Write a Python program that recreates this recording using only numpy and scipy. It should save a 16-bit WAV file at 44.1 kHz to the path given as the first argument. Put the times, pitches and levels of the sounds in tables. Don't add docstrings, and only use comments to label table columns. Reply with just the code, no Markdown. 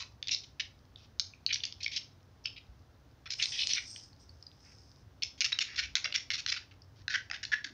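import sys
import numpy as np
from scipy import signal
from scipy.fft import rfft, irfft
from scipy.io import wavfile
from scipy.ndimage import uniform_filter1d

SR = 44100
rng = np.random.default_rng(int(sys.argv[2]) if len(sys.argv) > 2 else 0)


def wrap_up_sound(samples):
    columns = np.atleast_2d(samples).T
    tamed = np.clip(columns, -1, 1)
    steps = np.round(tamed * 32767).astype(np.int16)
    wavfile.write(sys.argv[1], SR, steps)


N = 340893

# f/Hz, relative level/dB
BACKGROUND_SPECTRUM = [(15, -49.5), (28, -24.5), (60, -12.5), (102, -4.5), (156, -14.5), (302, -19),
                       (495, -22.5), (774, -24), (1600, -29), (2340, -35), (5980, -36.5), (7700, -50.5),
                       (13500, -52), (15200, -45)]
# f/Hz, width at half amplitude/Hz, level/dB before the hum trim
HUM_PARTIALS = [(65.4, 25, -66.5), (93.3, 11, -66.5), (109.7, 12, -68.5), (136.6, 5.1, -72),
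                (266.2, 51, -75), (620, 18, -103)]
# t/s, length/s (cut at 0.4 s), level/dB, f/Hz
PAD_LANDINGS = [(0, 0.079, -61, 1166), (2.687, 0.079, -57.5, 60), (4.295, 0.22, -61, 90),
                (5.761, 0.32, -58.5, 68), (5.951, 0.11, -65.5, 1060), (6.046, 0.12, -64, 577),
                (7.003, 0.091, -57.5, 88.4), (7.298, 0.11, -65, 710), (7.643, 0.51, -65, 275)]
# t/s, length/s (sounded for 2.3 to 93 ms), level/dB, centre f/Hz
SKIDS = [ (0, 0.027, -41.5, 4300), (0.31, 0.032, -30.5, 4400), (0.436, 0.013, -51, 4100),
         (0.597, 0.014, -32.5, 3220), (0.969, 0.093, -65, 3850), (1.488, 0.028, -35, 2800),
         (1.527, 0.0075, -28, 4100), (1.635, 0.0077, -31, 3600), (1.804, .03, -48.5, 3600),
         (1.83, 0.009, -36, 5000), (1.915, .05, -42.5, 3750), (1.96, 0.021, -33.5, 4000),
         (2.44, 0.01, -53, 5100), (2.451, 0.031, -44.5, 3000), (2.561, 0.029, -50, 3070),
         (3.257, .021, -46.5, 2300), (3.302, 0.041, -39, 4900), (3.389, 0.045, -38, 2900),
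         (3.424, 0.019, -29, 4400), (3.518, 0.095, -40.5, 3440), (3.586, 0.056, -32.5, 3510),
         (3.69, 0.068, -34, 3900), (3.756, 0.034, -36, 2700), (4.641, 0.14, -69, 2000),
         (5.2213, 0.0085, -32.5, 3500), (5.377, 0.056, -58, 5000), (5.41, 0.013, -28, 3700),
         (5.444, 0.011, -26.5, 4400), (5.52, 0.0099, -34, 2300), (5.606, .024, -30.5, 3800),
         (5.667, 0.089, -50, 2320), (5.758, 0.05, -40, 3500), (5.778, 0.023, -30, 2900),
         (5.826, 0.037, -41, 2800), (5.958, 0.015, -33, 2800), (6.048, 0.013, -31.5, 1980),
         (6.142, 0.022, -30.5, 3000), (6.303, 0.02, -35, 3300), (6.332, 0.027, -34.5, 3800),
         (6.378, 0.028, -39.5, 3900), (6.476, 0.029, -34, 3900), (6.519, 0.0094, -28.5, 3100),
         (6.562, 0.016, -39, 2400), (6.711, 0.015, -58.5, 2080), (6.958, .068, -68, 4000),
         (7.097, 0.048, -40, 3020), (7.139, 0.023, -31, 2120), (7.332, 0.034, -42.5, 2400),
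         (7.43, 0.011, -37.5, 3800), (7.517, 0.027, -33.5, 2080), (7.642, 0.0099, -36, 3450)]
# t/s, level/dB before the snap trim, centre f/Hz
CREASE_SNAPS = [ (0.2274, -28.5, 3170), (0.2724, -31, 3870), (0.283, -26, 4300), (0.2925, -27, 3100),
                (0.347, -21.5, 4440), (0.9593, -41.5, 3630), (1.1968, -18.5, 4600), (1.202, -26.5, 4300),
                (1.3364, -44, 2540), (1.4637, -18, 3970), (1.5433, -21, 4540), (1.558, -27, 3530),
                (1.6047, -36.5, 3330), (1.653, -27, 4540), (1.7246, -35.5, 3830), (1.845, -27.5, 4160),
                (1.8627, -22, 2860), (1.8797, -32, 3850), (2.4566, -27, 2850), (2.4579, -25.5, 5190),
                (3.3054, -30, 5070), (3.3986, -28.5, 2600), (3.4133, -31, 2850), (3.457, -23.5, 3350),
                (3.6712, -22.5, 4860), (3.7345, -19, 4770), (3.9615, -37.5, 2830), (4.13, -53.5, 4370),
                (4.2928, -46.5, 4700), (4.426, -43, 4800), (4.4664, -39.5, 4550), (5.2336, -21.5, 5200),
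                (5.4068, -20, 6740), (5.5278, -18.5, 2880), (5.5887, -19, 4580), (5.9544, -16.5, 4470),
                (6.0437, -23.5, 3900), (6.125, -28, 2700), (6.1603, -20, 4070), (6.304, -24.5, 3620),
                (6.463, -23.5, 3340), (6.8195, -49, 5080), (7.0807, -25, 2900), (7.2999, -33.5, 2480),
                (7.3132, -27, 2500), (7.452, -29, 4000)]
# snap level/dB, skirt level/dB
CRACK_SKIRT = [(-31.5, -29), (-14.5, -18)]
# t/s, spread/octaves (standard deviation of power)
PAW_WEIGHT = [(0, 0.54), (.33, 0.3), (.6, 0.47), (1.2, .24), (1.46, 0.26), (1.55, 0.32), (2, 0.37),
              (2.46, .1), (2.57, 0.28), (3.3, 0.54), (3.6, 0.24), (3.8, 0.41), (4.6, 0.26), (5.22, 0.3),
              (5.4, 0.61), (6.5, 0.7), (7.7, 0.65)]
# f/Hz, relative level/dB
SHEET_RADIATION = [(300, -14.5), (900, -22.5), (1200, -9.5), (1450, -3.5), (1700, -2.5), (2200, 2),
                   (2800, -1), (4000, -1), (5500, 2.5), (6500, -5.5), (7200, -16.5), (8000, -29.5),
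                   (11000, -35.5), (15000, -37)]
# t/s, hiss level/dB, whistle level/dB, both before the waver
SLIDE_LEVELS = [(3.33, -83, -98), (3.39, -47, -70), (3.55, -47.5, -74.5), (3.65, -44.5, -64.5),
                (3.85, -55.5, -58), (4.04, -55.5, -75), (4.16, -84, -96), (4.2, -78, -72),
                (4.35, -74, -105), (4.56, -77, -110), (4.66, -62, -110), (5.03, -74.5, -110)]
# f/Hz, relative level/dB
HISS_SPECTRUM = [(1000, -19.5), (2100, -22), (4200, -18.5), (4650, -4.5), (5150, 5.5), (5600, -3),
                 (6150, -4.5), (7400, -25.5), (7950, -25), (8300, -16), (8700, -24.5), (11000, -68),
                 (15000, -62)]
# f/Hz, width at half amplitude/Hz, level/dB added to the whistle level
WHISTLE_RESONANCES = [(5440, 890, 10), (8275, 45, -5)]

TAPS = 2048
EDGE_HZ = 15650
BACKGROUND_DB, HUM_TRIM_DB, SNAP_TRIM_DB = -63, -1, -3.5
SKID_WIDENS = 1.08
DRAG_S, DRAG_DB = .05, -23
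LIGHT_DB, FIRM_DB, FACET_OCTAVES = -42, -33.5, .075
CATCH_DB, CATCH_SCATTER_DB, CATCH_OCTAVES = 0.5, 2.5, .35
SETTLE_S, SETTLE_DB_PER_S = .025, 450
WAVER_HZ, WAVER_HISS_DB, WAVER_WHISTLE_DB = 9, 0.5, 8
FOLD_FROM_S, FOLD_HZ, FOLD_WIDTH_HZ, FOLD_DB = 7.0, 1670, 460, 10


def amp(db):
    return 10 ** (np.asarray(db) / 20)


def unit(x):
    return x / np.sqrt(np.mean(x ** 2) + 1e-20)


def read(points, hz):
    f, db = np.transpose(points)
    return np.interp(np.log(hz + 1), np.log(f + 1), db)


def add(mix, s, sound):
    part = mix[max(round(s * SR), 0):][:len(sound)]
    part += sound[:len(part)]


def noise(gain):
    return unit(irfft(rfft(rng.standard_normal(N)) * gain, N))


def narrow(hz, width_hz):
    detuning = (np.fft.rfftfreq(N, 1 / SR) - hz) / width_hz * 2
    return noise(1 / (1 + detuning ** 2))


def patch(centre_hz, spread, ripple_db, mode_gap_hz, skirt_db=-29):
    hz = np.fft.rfftfreq(TAPS, 1 / SR) + 1
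    hump = np.exp(-(np.log2(hz / centre_hz) / spread / 2) ** 2) + amp(skirt_db)
    ripple = np.interp(hz / mode_gap_hz, np.arange(TAPS), rng.standard_normal(TAPS))
    radiation = amp(read(SHEET_RADIATION, hz) + ripple_db * ripple)
    gain = hump / np.sqrt(hz + centre_hz) * radiation
    log_gain = np.log(np.maximum(gain / gain.max(), 1e-5))
    circle = np.concatenate([log_gain, log_gain[-2:0:-1]])
    return np.fft.ifft(np.exp(np.conj(signal.hilbert(circle)))).real


def spread_at(s):
    return np.interp(s, *np.transpose(PAW_WEIGHT))


def background():
    hiss_gain = amp(read(BACKGROUND_SPECTRUM, np.fft.rfftfreq(N, 1 / SR)))
    hiss = amp(BACKGROUND_DB) * noise(hiss_gain)
    hum = sum(amp(db + HUM_TRIM_DB) * narrow(hz, width) for hz, width, db in HUM_PARTIALS)
    return hiss + hum


def pads(octaves=0.42, rise=0.047):
    out, hz = np.zeros(N), np.fft.rfftfreq(SR // 2, 1 / SR) + 1
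    for s, length, db, centre_hz in PAD_LANDINGS:
        band = np.exp(-(np.log2(hz / centre_hz) / octaves) ** 2)
        puff = irfft(rfft(rng.standard_normal(SR // 2)) * band)
        count = int(np.clip(length, .01, .4) * SR)
        progress = np.arange(count) / (length * SR)
        envelope = np.minimum(progress / rise, 1) * (1 - progress)
        add(out, s, amp(db) * unit(puff[:count] * envelope))
    return out


def strokes():
    drags = [(s + length, DRAG_S, db + DRAG_DB, hz) for s, length, db, hz in SKIDS]
    return [(s, length, db, hz, SKID_WIDENS * spread_at(s)) for s, length, db, hz in SKIDS + drags]


def scrapes(slips_per_s=1900, size_db=3, rub=0.2, taper=0.063, catch_db=2.5, catch_s=0.00431):
    out = np.zeros(N)
    for s, length, db, hz, spread in strokes():
        count = int(np.clip(length * SR, TAPS / 20, 2 * TAPS))
        chance, size = rng.random((2, count))
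        grit, grip = rng.standard_normal((2, count))
        slip_size = amp(size_db * np.minimum(-np.log(size + 1e-9), 3))
        slips = (chance < slips_per_s / SR) * np.sign(grit) * slip_size
        catch = amp(catch_db * np.interp(np.arange(count) / (catch_s * SR), np.arange(count), grip))
        drive = (slips + rub * grit) * catch * signal.windows.tukey(count, taper)
        scrape = signal.fftconvolve(drive, patch(hz, spread, ripple_db=3.5, mode_gap_hz=215.3))
        add(out, s, amp(db) * np.sqrt(count) * scrape / np.linalg.norm(scrape))
    return out


def crinkles(level_db=-76, ticks_per_s=34, size_db=7.5, count=8):
    out, t = np.zeros(N), np.arange(N) / SR
    for hz in np.geomspace(3400, 5600, count):
        tick_size = amp(size_db * np.minimum(rng.exponential(1, N), 3))
        ticks = (rng.random(N) < ticks_per_s / count / SR) * tick_size
        ring = patch(hz, .25, ripple_db=3, mode_gap_hz=300)
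        out += signal.oaconvolve(ticks, unit(ring))[:N]
    sliding = (t > SLIDE_LEVELS[0][0]) & (t < SLIDE_LEVELS[-1][0])
    return amp(level_db) * unit(out) * np.where(sliding, 1, .4)


def room(x, wet_db=-9, t60_low=0.25, t60_high=0.29, first_s=0.0068, wander_hz=.7, count=3):
    out = np.zeros(N)
    for k in range(count):
        taps = rng.standard_normal(SR // 2) * (rng.random(SR // 2) < 3000 / SR)
        taps[:int(first_s * SR)] = 0
        hz, t, z = signal.stft(taps, SR, nperseg=256)
        t60 = np.interp(hz, [1500, 6500], [t60_low, t60_high])
        tail = signal.istft(z * amp(-60 * t / t60[:, None]), SR, nperseg=256)[1]
        phase = 2 * np.pi * wander_hz * np.arange(N) / SR + np.pi * k / count
        share = np.sqrt(2 / count) * np.cos(phase)
        out += signal.oaconvolve(x * share, tail / np.linalg.norm(tail))[:N]
    return amp(wet_db) * out


def creases(count=2):
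    rows = []
    for s, db, hz in CREASE_SNAPS:
        spread = np.interp(db, [LIGHT_DB, FIRM_DB], [FACET_OCTAVES, spread_at(s)])
        rows.append((s, db, hz, spread))
    for s, length, db, hz in SKIDS:
        for when, size, shift in rng.random((count, 3)):
            delay = when * (length + SETTLE_S)
            settling_db = SETTLE_DB_PER_S * max(delay - length, 0)
            catch_db = db + CATCH_DB + CATCH_SCATTER_DB * (2 * size - 1) - settling_db
            catch_hz = hz * 2 ** (CATCH_OCTAVES * (2 * shift - 1))
            rows.append((s + delay, catch_db, catch_hz, spread_at(s)))
    return rows


def snaps():
    flutter, settle_s = .2, .0015
    span_s = .003
    out, t = np.zeros(N), np.arange(TAPS) / SR
    for s, db, hz, spread in creases():
        push = flutter * rng.standard_normal(TAPS) * np.exp(-t / settle_s)
        push[0] += 1
        skirt_db = np.interp(db, *np.transpose(CRACK_SKIRT))
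        response = patch(hz, spread, ripple_db=5.0, mode_gap_hz=323.7, skirt_db=skirt_db)
        snap = signal.fftconvolve(push, response)
        add(out, s, amp(db + SNAP_TRIM_DB) * np.sqrt(span_s * SR) * snap / np.linalg.norm(snap))
    return out


def slide(grain_db=2.0, grain_s=0.0029, bumps_per_s=2500, rub=0.16):
    s, hiss_db, whistle_db = np.transpose(SLIDE_LEVELS)
    t, hz = np.arange(N) / SR, np.fft.rfftfreq(N, 1 / SR)
    roughness = uniform_filter1d(rng.standard_normal(N), int(grain_s * SR))
    grain = uniform_filter1d(amp(grain_db * unit(roughness)), size=40)
    bumps = rng.standard_normal(N) * (rub + (rng.random(N) < bumps_per_s / SR))
    hiss = unit(irfft(rfft(bumps) * amp(read(HISS_SPECTRUM, hz)), N))
    hiss *= amp(np.interp(t, s, hiss_db))
    whistle = sum(amp(db) * narrow(f, width) for f, width, db in WHISTLE_RESONANCES)
    whistle *= amp(np.interp(t, s, whistle_db))
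    touch = noise(np.exp(-(hz / WAVER_HZ) ** 2))
    wavering = hiss * amp(WAVER_HISS_DB * touch) + whistle * amp(WAVER_WHISTLE_DB * touch)
    return wavering * grain * (t > s[0]) * (t < s[-1])


def fold(x):
    b, a = signal.iirpeak(FOLD_HZ, FOLD_HZ / FOLD_WIDTH_HZ, SR)
    landed = x * (np.arange(N) / SR > FOLD_FROM_S)
    ringing = signal.lfilter(b, a, signal.lfilter(b, a, landed))
    return amp(FOLD_DB) * ringing


def scene():
    paws = snaps() + scrapes()
    plastic = paws + fold(paws) + pads() + crinkles() + slide()
    return (plastic + room(plastic) + background())[None]


def record(dry):
    low_pass = signal.firwin(511, EDGE_HZ, window=("kaiser", 9), fs=SR)
    return signal.oaconvolve(dry, low_pass[None], "same")


dry = scene()
out = record(dry)
wrap_up_sound(out)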